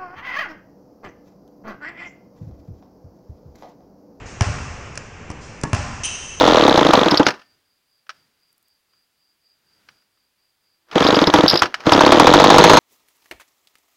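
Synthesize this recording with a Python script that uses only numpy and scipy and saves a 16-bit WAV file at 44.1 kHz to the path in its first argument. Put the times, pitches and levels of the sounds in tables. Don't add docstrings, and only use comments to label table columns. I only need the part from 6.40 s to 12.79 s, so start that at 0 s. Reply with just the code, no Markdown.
import sys
import numpy as np
from scipy import signal
from scipy.fft import rfft, irfft, next_fast_len
from scipy.io import wavfile
from scipy.ndimage import uniform_filter1d

SR = 44100
rng = np.random.default_rng(int(sys.argv[2]) if len(sys.argv) > 2 else 0)


def int16_out(signal):
    q = np.round(np.clip(np.atleast_2d(signal).T, -1, 1) * 32767)
    wavfile.write(sys.argv[1], SR, q.astype(np.int16))


N = 281799


def amp(db):
    return 10 ** (np.asarray(db) / 20)


def unit(x):
    return x / np.sqrt(np.mean(x ** 2) + 1e-20)


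def along(points, hz):
    f, v = np.transpose(points)
    return np.interp(np.log(hz + 1), np.log(f + 1), v)


def level(rows):
    return amp(np.interp(np.arange(N) / SR, *np.transpose(rows)))


def filtered(x, response):
    size = next_fast_len(len(x) + SR // 2)
    spectrum = rfft(x, size) * response(np.fft.rfftfreq(size, 1 / SR))
    return irfft(spectrum, size)[:len(x)]


def noise(spectrum):
    return unit(filtered(rng.standard_normal(N), lambda hz: amp(along(spectrum, hz))))


def resonant_noise(modes):
    def peaks(f):
        return sum(amp(db) / (1 + ((f - hz) / width) ** 4) for hz, width, db in modes)
    return unit(filtered(rng.standard_normal(N), peaks))


def fade(t, attack, t60):
    t = np.maximum(t, 0)
    return (1 - np.exp(-t / attack)) * np.exp(-np.log(1000) * t / t60)


def glide(t, start_hz, end_hz, settle):
    return 2 * np.pi * (end_hz * t + (start_hz - end_hz) * settle * (1 - np.exp(-t / settle)))


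def add(track, s, sound):
    start = round(s * SR)
    lo, hi = max(start, 0), min(start + len(sound), N)
    if hi > lo:
        track[lo:hi] += sound[lo - start:hi - start]


# (t/s, turns until the next row or 0 where it ends,
# share of a turn with the port open, relative level/dB)
CRANK_TURNS = [(-.010, 4, .53, 1), (.077, 4, .52, 1), (.172, 4, .52, 0), (.281, 3, .51, -1),
               (.377, 3, .49, -1), (.490, 1, .45, -1.5), (.536, 2, .49, -2), (.615, 1, .43, -2),
               (.662, 1, .41, -2), (.720, 1, .33, -3), (.798, 1, .5, -1.5), (.867, 0, .5, 0),
               (4.559, 1, .49, -2), (4.608, 1, .48, -2), (4.650, 3, .49, -2), (4.769, 1, .46, -1.5),
               (4.818, 1, .43, -1), (4.874, 1, .43, -3), (4.941, 2, .45, -1), (5.037, 1, .28, -2),
               (5.134, 1, .3, -5), (5.221, 0, .5, 0), (5.469, 1, .51, -2), (5.522, 3, .52, 0),
               (5.609, 2, .53, 1), (5.665, 2, .53, 1), (5.722, 3, .52, 2), (5.799, 3, .52, 2),
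               (5.871, 3, .53, 3), (5.939, 3, .54, 3), (6.000, 2, .55, 3), (6.042, 3, .55, 4),
               (6.103, 4, .55, 4), (6.184, 3, .53, 4), (6.241, 3, .52, 4), (6.297, 2, .52, 4),
               (6.335, 2, .52, 4), (6.372, 1, .52, 4)]


def turns(slowing=1.035):
    ends = [row[0] for row in CRANK_TURNS[1:]] + [N / SR]
    for (s, count, share, db), end in zip(CRANK_TURNS, ends):
        lengths = slowing ** np.arange(round(count))
        for length in lengths * (end - s) / max(lengths.sum(), 1):
            yield s, length * share, db
            s += length


def whistle(t, hz, sweep, width):
    phase = 2 * np.pi * hz * (t + sweep * t * t / 2) + rng.uniform(0, 2 * np.pi)
    return np.exp(-(t / width) ** 2) * np.sin(phase)


# (f/Hz, level/dB)
PORT_TIMBRE = [(30, -7), (60, -3.5), (100, 1.5), (200, 4), (280, 3), (335, 7.5), (400, 2.5), (560, -1.5),
               (700, -4), (900, -1), (1200, 1.5), (2000, 2.5), (4000, -2), (7000, 2), (10000, -16.5)]
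# (f/Hz, relative level/dB per Hz)
JET_COLOUR = [(40, -16), (100, -4), (400, -0.5), (1200, 1), (2200, -6.5), (4500, -6.5), (6600, -13.5),
              (8200, -37.5), (15000, -45.5)]
# (f/Hz, relative level/dB per Hz)
SWIRL_COLOUR = [(40, -22), (90, -4.5), (150, -5.5), (230, -0.5), (340, 1.5), (550, -2), (700, -7), (880, 2),
                (1150, -5), (2200, -15.5), (5000, -28), (9000, -59.5)]


def pumping(puff_db=7, cavity_db=-8.5, gulp_db=-11, thump_db=0, whistle_db=-8, crack_db=-12,
            push_db=-16, hiss_db=-23, snap_db=0, swirl_db=-16):
    out, flow, eddies = np.zeros((3, N))
    lead = .01
    t = np.arange(SR // 10) / SR - lead
    after = np.maximum(t, 0)
    for s, open_for, db in turns():
        size, pitch, squeeze, drift = rng.standard_normal(4)
        slow = (open_for / .013) ** .4
        shut = t - open_for + .0027
        still_open = 1 / (1 + np.exp(shut / 0.0029))

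        puff = fade(t, 0.00094, 0.013 * slow) * np.sin(glide(after, 900 * (1 + .02 * pitch), 285, .0022))
        cavity_hz = 325 / slow ** 0.35 * (1 + 0.031 * drift)
        cavity = fade(t, 0.0015, 0.06 * slow) * np.sin(2 * np.pi * cavity_hz * (t - .0018))
        gulp_hz = 195 / slow ** .8 * (1 + .04 * pitch)
        gulp = fade(t, 0.0011, .03 * slow) * np.sin(2 * np.pi * gulp_hz * t)

        swell = np.exp(-np.where(shut < 0, -shut / (0.0015 * slow), shut / 0.00068))
        thump = -np.cos(glide(np.abs(shut), 950, 300, 0.0011)) * swell
        closing_sweep = (140 + 30 * drift) / slow
        closing = whistle(t - open_for, 3550 * (1 + .04 * squeeze), closing_sweep, .0012 * slow)
        opening = whistle(t + .0003, 3450 * (1 + .08 * pitch), -140, 0.0012 * slow) / slow
        snap = fade(t + 0.002 * slow, .00003, 0.00092) - fade(shut - .0015, .00003, .0008)
        push = fade(t, .002, 0.0084) - fade(shut, .002, 0.013) * .5

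        body = slow * (amp(cavity_db) * cavity + amp(gulp_db) * gulp)
        pulse = amp(puff_db + 1.2 * size) * puff + still_open * body + amp(push_db) * push
        edges = amp(thump_db) * thump + amp(whistle_db + 1.5 * squeeze) * closing
        edges += amp(crack_db) * opening + amp(snap_db) * snap
        edge_gain = amp(-45 * max(slow - 1.3, 0))
        add(out, s - lead, amp(db) * pulse + edge_gain * edges)

        hiss = fade(t + 0.0036, 0.00045, 0.07) + fade(shut, 0.00059, .04)
        add(flow, s - lead, amp(db + hiss_db) * slow * hiss)
        swirl = still_open * fade(t + .002, 0.0017, 0.12)
        add(eddies, s - lead, amp(db + swirl_db) * slow ** 3 * swirl)
    tones = filtered(out, lambda hz: amp(along(PORT_TIMBRE, hz)))
    return tones + flow * noise(JET_COLOUR) + eddies * noise(SWIRL_COLOUR)


# (t/s, relative blast level/dB, reference f/Hz for the ring's slide)
IGNITIONS = [(.012, -0.5, 900), (.078, 4, 900), (.172, 0, 850), (.280, 5, 850), (.376, 6.5, 900),
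             (.535, 9, 900), (.866, 4, 1500), (4.939, 9, 950), (5.220, 3.5, 1350), (5.521, 10, 950),
             (5.608, 9, 950), (5.664, 7, 950), (5.721, 11.5, 1000), (5.798, 11.5, 1000),
             (5.870, 11.5, 1000), (5.938, 13, 1000), (6.000, 8.5, 950), (6.041, 11, 1000),
             (6.102, 11, 1000), (6.142, 7, 950), (6.183, 14, 1050), (6.240, 15, 1050), (6.297, 12, 1050),
             (6.334, 10, 1050), (6.371, 11, 1050)]


def firings(ring_db=4, jet_db=-13, roar_db=-28, swirl_db=-17):
    out, flow, eddies = np.zeros((3, N))
    t = np.arange(SR // 6) / SR
    for s, db, hz in IGNITIONS:
        end_hz = hz * .55 * (1 + .1 * rng.standard_normal())
        ring = fade(t, 0.0019, .018) * np.sin(glide(t, hz * 1.3, end_hz, .004))
        add(out, s, amp(db + ring_db) * ring)
        tight = (hz / 1000) ** 2
        gas = amp(jet_db) * fade(t, 0.00017, 0.03) + amp(roar_db) * fade(t, 0.0066, 0.093)
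        add(flow, s, amp(db) * tight * gas)
        add(eddies, s, amp(db + swirl_db) * fade(t, 0.0032, 0.14))
    return out + flow * noise(JET_COLOUR) + eddies * noise(SWIRL_COLOUR)


# (t/s, level/dB)
RATTLE_LEVEL = [(0, -21.5), (.3, -21.5), (.6, -21), (.76, -23), (.85, -31.5), (.9, -28.5), (.93, -42),
                (1.02, -54.5), (1.05, -76), (1.3, -95), (4.3, -98), (4.47, -72.5), (4.51, -48),
                (4.52, -36.5), (4.55, -30.5), (4.57, -17.5), (4.75, -19.5), (4.85, -21.5), (4.92, -27),
                (4.96, -18.5), (5.07, -23), (5.12, -20.5), (5.2, -28.5), (5.25, -26), (5.28, -41.5),
                (5.32, -48.5), (5.39, -45.5), (5.44, -40.5), (5.46, -27), (5.48, -20), (5.8, -21.5),
                (6.15, -20.5), (6.39, -16)]
# (f/Hz, relative level/dB per Hz)
CHATTER_COLOUR = [(40, -23), (90, -10), (250, -1.5), (600, -1.5), (1200, 2.5), (2000, -6), (3000, -12),
                  (4500, -14), (6600, -20.5), (7800, -43), (15000, -52)]


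def rattle(grain_db=3):
    chatter = unit(uniform_filter1d(rng.standard_normal(N), SR // 400))
    return level(RATTLE_LEVEL) * unit(amp(grain_db * chatter) * noise(CHATTER_COLOUR))


# (t/s, relative level/dB)
PAWL_TOUCHES = [(.709, -13), (.772, -10.5), (.856, -26), (4.639, -18), (4.673, -14), (4.743, -19.5),
                (4.754, -20), (4.822, -23), (4.870, -13), (5.080, -5), (5.096, -7), (5.109, -15.5),
                (5.122, -24), (5.140, -17), (5.155, -16), (5.173, -16), (5.191, -14.5), (5.532, -12)]
# (f/Hz, width/Hz, relative level/dB)
SCRAPE_MODES = [(3900, 900, -5.5), (4950, 280, 1), (5455, 200, -7.5), (11400, 800, -27.5)]


def starter(boost_db=10):
    touch = np.zeros(N)
    t = np.arange(SR // 8) / SR
    for s, db in PAWL_TOUCHES:
        add(touch, s, amp(db + boost_db) * fade(t, 0.0034, .03))
    return touch * resonant_noise(SCRAPE_MODES)


# (t/s, level/dB)
CLUTCH_LEVEL = [(0, -120), (5.45, -120), (5.5, -61.5), (5.85, -57), (6.1, -36), (6.2, -28.5), (6.39, -24.5)]
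# (f/Hz, width/Hz, relative level/dB)
SINGING_MODES = [(4140, 220, 2), (6440, 210, -1), (9400, 110, -15)]


def clutch():
    return level(CLUTCH_LEVEL) * resonant_noise(SINGING_MODES)


# (t/s, relative level/dB)
KNOCK_TIMES = [(.884, -4.5), (0.905, -14), (.940, -34), (.994, -41), (1.017, -40), (1.666, -48),
               (1.693, -19.5), (1.702, -31), (2.534, -55), (3.487, -34), (3.621, -56.5), (3.774, -60.5),
               (4.486, -46), (4.513, -24.5), (5.232, -5), (5.257, -14), (5.342, -8.5), (5.404, -24.5)]
# (f/Hz, relative level/dB per Hz)
CASING_COLOUR = [(150, -41), (450, -32), (620, -5.5), (830, -16), (1300, 1.5), (1700, -3), (2100, -8),
                 (2900, -7), (3700, -14.5), (5500, -10.5), (7100, -31), (15000, -46)]


def knocks(trim_db=-4):
    blows = np.zeros(N)
    t = np.arange(SR // 2) / SR
    for s, db in KNOCK_TIMES:
        add(blows, s, amp(db + trim_db) * (fade(t, .0005, 0.034) + 0.025 * fade(t, .005, .3)))
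    return blows * noise(CASING_COLOUR)


# (f/Hz, level/dB, t60/s)
BAR_TONES = [(1800, -38, 0.41), (2694, -50.5, .45), (591, -53.5, .3)]


def guide_bar(stall=.867):
    bar = np.zeros(N)
    t = np.arange(SR // 2) / SR
    for hz, db, t60 in BAR_TONES:
        add(bar, stall, amp(db) * fade(t, .002, t60) * np.sin(2 * np.pi * hz * t))
    return bar


def echo(x, decay, delay):
    hz, t, z = signal.stft(rng.standard_normal(SR), SR, nperseg=128)
    dying = np.exp(-np.log(1000) * t / along(decay, hz)[:, None])
    tail = signal.istft(z * dying, SR, nperseg=128)[1]
    delayed = np.pad(x, (round(delay * SR), 0))
    return signal.fftconvolve(delayed, tail / np.linalg.norm(tail))[:N]


# (f/Hz, t60/s)
YARD_DECAY = [(100, 0.035), (400, 0.23), (1500, 0.032), (8000, .05)]
# (f/Hz, t60/s)
TREE_DECAY = [(100, 0.89), (500, .9), (2000, .8), (8000, 0.36)]


def surroundings(saw, yard_db=-18, trees_db=-51):
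    yard = amp(yard_db) * echo(saw, YARD_DECAY, delay=.003)
    return yard + amp(trees_db) * echo(saw, TREE_DECAY, delay=.04)


# (t/s at the middle, relative level/dB)
INSECT_BUZZES = [(1.09, -64), (1.32, -70), (1.55, -68), (1.79, -65.5), (2.07, -66), (2.31, -66),
                 (2.57, -66), (2.86, -66.5), (3.09, -62.5), (3.34, -63), (3.57, -65), (3.81, -70),
                 (4.05, -69), (4.30, -66)]


def insect(buzz_length=0.075, buzz_db=-2):
    t = np.arange(N) / SR
    buzz = sum(amp(db + buzz_db) * np.exp(-np.abs((t - s) / buzz_length) ** 3) for s, db in INSECT_BUZZES)
    return buzz * resonant_noise([(4780, 180, 0)])


# (t/s, level/dB)
TICK_TIMES = [(2.128, -52), (2.180, -50.5), (2.227, -52), (2.283, -52.5)]


def ticks():
    t = np.arange(N) / SR
    bursts = sum(amp(db) * fade(t - s, .0001, .012) for s, db in TICK_TIMES)
    return bursts * noise([(3000, -20), (9000, 0)])


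# (t/s, relative level/dB)
RUSTLE_LEVEL = [(0, -80.5), (1.15, -68.5), (1.35, -82), (1.65, -84.5), (1.75, -63), (1.95, -74),
                (2.25, -77), (2.42, -85.5), (2.55, -74), (2.7, -85), (3.05, -82), (3.3, -68.5), (3.52, -62),
                (3.7, -77), (3.95, -84), (4.2, -85), (4.27, -77), (4.4, -86.5)]
# (f/Hz, relative level/dB per Hz)
LEAF_COLOUR = [(30, -13), (100, 0.5), (250, -1.5), (600, -7.5), (1100, -9.5), (1450, -3), (2000, -7.5),
               (5500, -12), (8000, -19.5), (15000, -24)]


def rustling(rustle_db=-1):
    return amp(rustle_db) * level(RUSTLE_LEVEL) * noise(LEAF_COLOUR)


# (f/Hz, relative level/dB per Hz)
AIR_COLOUR = [(25, -18), (60, -12), (480, -13.5), (2500, -12.5), (4300, -14), (4780, -7), (5400, -18.5),
              (15000, -19.5)]


def still_air(air_db=-70.5):
    return amp(air_db) * noise(AIR_COLOUR)


def scene():
    saw = pumping() + firings() + rattle() + starter() + clutch() + knocks() + guide_bar()
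    outdoors = insect() + ticks() + rustling() + still_air()
    return (saw + surroundings(saw) + outdoors)[None]


def record(dry, ceiling=.97, top_hz=16000):
    clipped = np.clip(dry[0], -ceiling, ceiling)
    return filtered(clipped, lambda hz: hz < top_hz)[None]


dry = scene()
out = record(dry)
int16_out(out)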